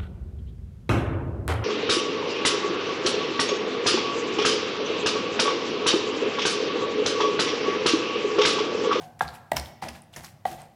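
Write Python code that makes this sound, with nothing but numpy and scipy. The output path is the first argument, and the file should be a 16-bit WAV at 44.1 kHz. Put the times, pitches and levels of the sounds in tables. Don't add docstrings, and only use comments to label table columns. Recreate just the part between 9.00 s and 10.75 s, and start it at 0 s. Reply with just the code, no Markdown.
import sys
import numpy as np
from scipy import signal
from scipy.fft import rfft, irfft, next_fast_len
from scipy.io import wavfile

SR = 44100
rng = np.random.default_rng(int(sys.argv[2]) if len(sys.argv) > 2 else 0)


def inscribe(sig):
    pcm = np.round(np.clip(np.atleast_2d(sig).T, -1, 1) * 32767)
    wavfile.write(sys.argv[1], SR, pcm.astype(np.int16))


N = 77175
LEAD = SR // 4


def pestle():
    # t/s, knock level/dB, hollow pitch/Hz, starts higher by/Hz, knock t60/s,
    # wood pitch/Hz, lower ring/dB, main ring/dB, upper ring/dB, push/dB, thud/dB
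    blows = [(-.1, -5, 716, 308, 0.043, 1545, -34, -23.5, -44, -16, -32),
             (0.2083, -3, 715, 920, 0.026, 1626, -18, -14, -26, -21.5, -32.5),
             (0.5178, -4.5, 586, 654, 0.022, 1944, -25, -19, -34, -15, -32),
             (0.8232, -16, 765, 530, 0.037, 1954, -40, -38, -48, -31.5, -33.5),
             (1.162, -39, 655, 303, 0.025, 2130, -35, -40, -46, -40.5, -39),
             (1.4532, -3.5, 745, 186, 0.032, 1946, -31, -26, -72, -19, -38),
             (1.4765, -24.5, 794, 100, .022, 2010, -60, -49, -56, -50, -41)]
    # f/Hz, level/dB
    push_eq = [(30, -32), (100, -5.5), (180, -4), (300, -10.5), (520, 4), (900, -2.5), (1300, -11),
               (2200, -30), (2900, -18), (5000, -30), (16000, -38.5)]
    # ratio to the wood pitch, t60/s
    wood_modes = [(0.847, 0.027), (0.998, 0.031), (2.19, 0.021)]
    # f/Hz, level/dB, t60/s
    table_modes = [(69.7, -7.5, 0.15), (107.2, -4, 0.15), (151.2, 2, .18), (168.4, -1, 0.12),
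                   (236.1, -6.5, 0.28), (337.5, -9.5, 0.22)]
    attack_s, glide_s = 0.0034, 0.0016
    out, t = np.zeros(LEAD + N), np.arange(SR // 2) / SR
    for s, db, hz, higher_hz, t60, wood_hz, *rings_db, push_db, thud_db in blows:
        pitch = hz + higher_hz * np.exp(-t / glide_s)
        knock = fade(t, attack_s, t60) * np.sin(2 * np.pi * np.cumsum(pitch) / SR)
        contact = rng.standard_normal(len(t)) * fade(t, attack_s, t60=0.011)
        push = coloured(contact, lambda f: along(push_eq, f))
        push /= np.abs(push).max()
        rings = [(wood_hz * ratio, level, life) for (ratio, life), level in zip(wood_modes, rings_db)]
        wood = ring(t, rings, attack_s=0.00033)
        thud = ring(t, table_modes, attack_s=0.015)
        add(out, s, in_room(amp(db) * knock + amp(push_db) * push + wood + amp(thud_db) * thud))
    return out


def squelches():
    # t/s, level/dB, rise/s, t60/s, treble tilt/(dB per octave)
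    squeezes = [(.008, -47.5, 0.0027, 0.27, -1.5), (.191, -45.5, 0.0024, .06, -1.5),
                (.208, -37, 0.0086, 0.16, -3), (.27, -51, 0.006, 0.45, -2), (.328, -49.5, .024, 0.11, 0.5),
                (0.5156, -30, 0.0023, 0.017, 2.5), (.525, -47, 0.039, 0.15, -3),
                (.562, -23.5, 0.0052, 0.047, -0.5), (0.573, -40.5, 0.002, 0.33, -5),
                (.635, -51.5, 0.026, 0.23, 3.5), (.817, -38, 0.0071, 0.32, -5),
                (.882, -33.5, 0.0078, 0.031, -4), (.9, -49.5, 0.058, 0.19, -2.5),
                (1.122, -50.5, 0.019, 0.21, -1), (1.159, -42.5, .005, 0.29, -1),
                (1.228, -45, 0.015, 0.23, 2), (1.453, -44.5, 0.015, 0.42, 1.5),
                (1.508, -44.5, 0.0087, 0.19, -2), (1.575, -47.5, 0.025, 0.23, -5.5)]
    # f/Hz, level/dB
    mash_eq = [(40, -43), (200, -14), (400, -7), (700, 7.5), (1300, 0), (2000, 3.5), (2800, -0.5),
               (4200, -2), (5500, -3.5), (7200, -5), (10000, -5.5), (15500, -10.5)]
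    fizz_db, tilt_corner_hz = -2, 2000
    out, t = np.zeros(LEAD + N), np.arange(SR // 2) / SR
    for s, db, rise, t60, tilt_db in squeezes:
        swarm = unit(crackle(len(t)) + amp(fizz_db) * rng.standard_normal(len(t)))
        press = np.minimum(t / rise, 1) * amp(-60 * np.maximum(t - rise, 0) / t60)
        squelch = coloured(swarm * press,
                           lambda f: along(mash_eq, f) + tilt_db * np.log2(1 + f / tilt_corner_hz))
        add(out, s, amp(db) * in_room(squelch))
    return out


def crackle(size):
    grains_per_s, spread_db, t60 = 2200, 4, 0.0034
    low_hz, high_hz = 640, 15330
    t = np.arange(SR // 150) / SR
    when, pitch, strength, phase = rng.random((int(grains_per_s * size / SR), 4)).T
    hz = low_hz + (high_hz - low_hz) * pitch
    gain = amp(spread_db * np.minimum(-np.log(1 - strength), 3))
    tones = np.sin(2 * np.pi * (hz[:, None] * t + phase[:, None]))
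    grains = gain[:, None] * tones * amp(-60 * t / t60)
    where = (when * size).astype(int)[:, None] + np.arange(len(t))
    return unit(np.bincount(where.ravel(), grains.ravel(), size)[:size])


def pops():
    # t/s, level/dB, f/Hz
    pockets = [(.2798, -28.5, 4260), (0.2878, -32, 4160), (.352, -44, 11500), (.356, -40.5, 2630),
               (0.5681, -16, 5430), (0.5204, -23, 13300), (.578, -32, 4930), (0.598, -23.5, 4820),
               (.598, -24.5, 9100), (.6587, -34, 3520), (0.8868, -27, 5300), (1.0205, -37, 9400),
               (1.1385, -36, 3130), (0.1927, -44, 7300), (1.1629, -28.5, 6160), (1.1813, -38, 1870),
               (1.2335, -41, 11000), (1.2464, -33, 5300), (1.25, -34.5, 4500), (1.618, -36.5, 8900)]
    t60, width_oct, click_db = 0.0074, 0.18, 14.5
    out, t = np.zeros(LEAD + N), np.arange(SR // 20) / SR
    for s, db, hz in pockets:
        burst = rng.standard_normal(len(t)) * amp(-60 * t / t60) + amp(click_db) * (t == 0)
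        snap = coloured(burst, lambda f: -10 * np.log10(1 + (np.log2((f + 1) / hz) / width_oct) ** 4))
        add(out, s, amp(db) * in_room(snap / np.abs(snap).max()))
    return out


def grinding():
    # t/s, level/dB, swell/s
    drags = [(0.216, -46, 0.012), (.535, -39.5, 0.033), (.835, -40.5, 0.03), (1.163, -48, 0.019),
             (1.485, -43.5, 0.03)]
    # f/Hz, level/dB
    body_eq = [(40, -14.5), (75, -5.5), (110, -4.5), (152, 5), (200, -5.5), (236, -1), (285, -12.5),
               (340, 0.5), (430, -10), (580, -3.5), (770, -0.5), (1100, -24), (2200, -19), (6000, -51)]
    out, t = np.zeros(LEAD + N), np.arange(SR // 3) / SR
    for s, db, swell_s in drags:
        rub = unit(coloured(rng.standard_normal(len(t)), lambda f: along(body_eq, f)))
        add(out, s, amp(db) * in_room(rub * swell(t, swell_s)))
    return out


def booms(hz=71):
    # t/s, level/dB
    notes = [(0.234, -44), (.565, -33), (0.877, -43), (1.179, -53), (1.473, -62)]
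    out, t = np.zeros(LEAD + N), np.arange(SR // 2) / SR
    boom = swell(t, peak_s=0.034) * np.sin(2 * np.pi * hz * t)
    for s, db in notes:
        add(out, s, amp(db) * boom)
    return out


def in_room(x):
    # f/Hz, t60/s
    decay = [(60, 0.95), (150, 0.95), (760, 0.64), (2000, 0.78), (4000, 0.59), (5600, 0.54), (7500, 0.41),
             (10000, 0.21), (16000, 0.54)]
    # f/Hz, level/dB
    tail_eq = [(60, 8.5), (200, 6), (760, 0.5), (2000, -3), (5500, -1), (15000, 0)]
    predelay_s, tail_db, walls_db, walls_t60 = 0.012, -12, -11.5, 0.06
    hz, t, noise = signal.stft(rng.standard_normal(SR), SR, nperseg=256)
    envelope = amp(along(tail_eq, hz)[:, None] - 60 * t / along(decay, hz)[:, None])
    tail = signal.istft(noise * envelope, SR, nperseg=256)[1][:SR]
    walls = rng.standard_normal(SR) * amp(-60 * np.arange(SR) / SR / walls_t60)
    reverb = amp(tail_db) * tail / np.linalg.norm(tail) + amp(walls_db) * walls / np.linalg.norm(walls)
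    return signal.fftconvolve(x, np.concatenate([[1], np.zeros(round(predelay_s * SR)), reverb]))


def air(level_db=-56):
    # f/Hz, level/dB
    air_eq = [(25, -9), (50, -19.5), (100, 7), (155, 1.5), (220, -3.5), (400, -19), (620, -8), (760, -5.5),
              (1000, -17.5), (2000, -24.5), (5000, -32), (15500, -36)]
    return amp(level_db) * unit(coloured(rng.standard_normal(LEAD + N), lambda f: along(air_eq, f)))


def amp(db):
    return 10 ** (np.asarray(db) / 20)


def unit(x):
    return x / np.sqrt(np.mean(x ** 2) + 1e-20)


def along(points, hz):
    f, v = np.transpose(points)
    return np.interp(np.log(hz + 1), np.log(f + 1), v)


def coloured(x, db_of_hz):
    size = 4096
    gain = amp(db_of_hz(np.fft.rfftfreq(size, 1 / SR)))
    cepstrum = irfft(np.log(np.maximum(gain, 1e-6)))
    cepstrum[1:size // 2] *= 2
    cepstrum[size // 2 + 1:] = 0
    impulse = irfft(np.exp(rfft(cepstrum)))
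    return signal.fftconvolve(x, impulse / np.linalg.norm(impulse))[:len(x)]


def add(track, s, sound):
    part = track[max(0, LEAD + round(s * SR)):][:len(sound)]
    part += sound[:len(part)]


def fade(t, attack_s, t60):
    return (1 - np.exp(-t / attack_s)) * amp(-60 * t / t60)


def swell(t, peak_s):
    return (t / peak_s * np.exp(1 - t / peak_s)) ** 2


def ring(t, modes, attack_s):
    return sum(amp(db + rng.normal(0, 1)) * fade(t, attack_s, t60) * np.sin(2 * np.pi * hz * t)
               for hz, db, t60 in modes)


def scene():
    return (pestle() + grinding() + squelches() + pops() + booms() + air())[None, LEAD:]


def record(dry):
    low_cut_hz, high_cut_hz = 24, 16100
    trimmed = signal.sosfilt(signal.butter(2, low_cut_hz, "highpass", fs=SR, output="sos"), dry)
    size = next_fast_len(N + SR // 2)
    hz = np.fft.rfftfreq(size, 1 / SR)
    high_cut = 1 / np.sqrt(1 + (hz / high_cut_hz) ** 200)
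    return irfft(rfft(trimmed, size) * high_cut, size)[:, :N]


dry = scene()
out = record(dry)
inscribe(out)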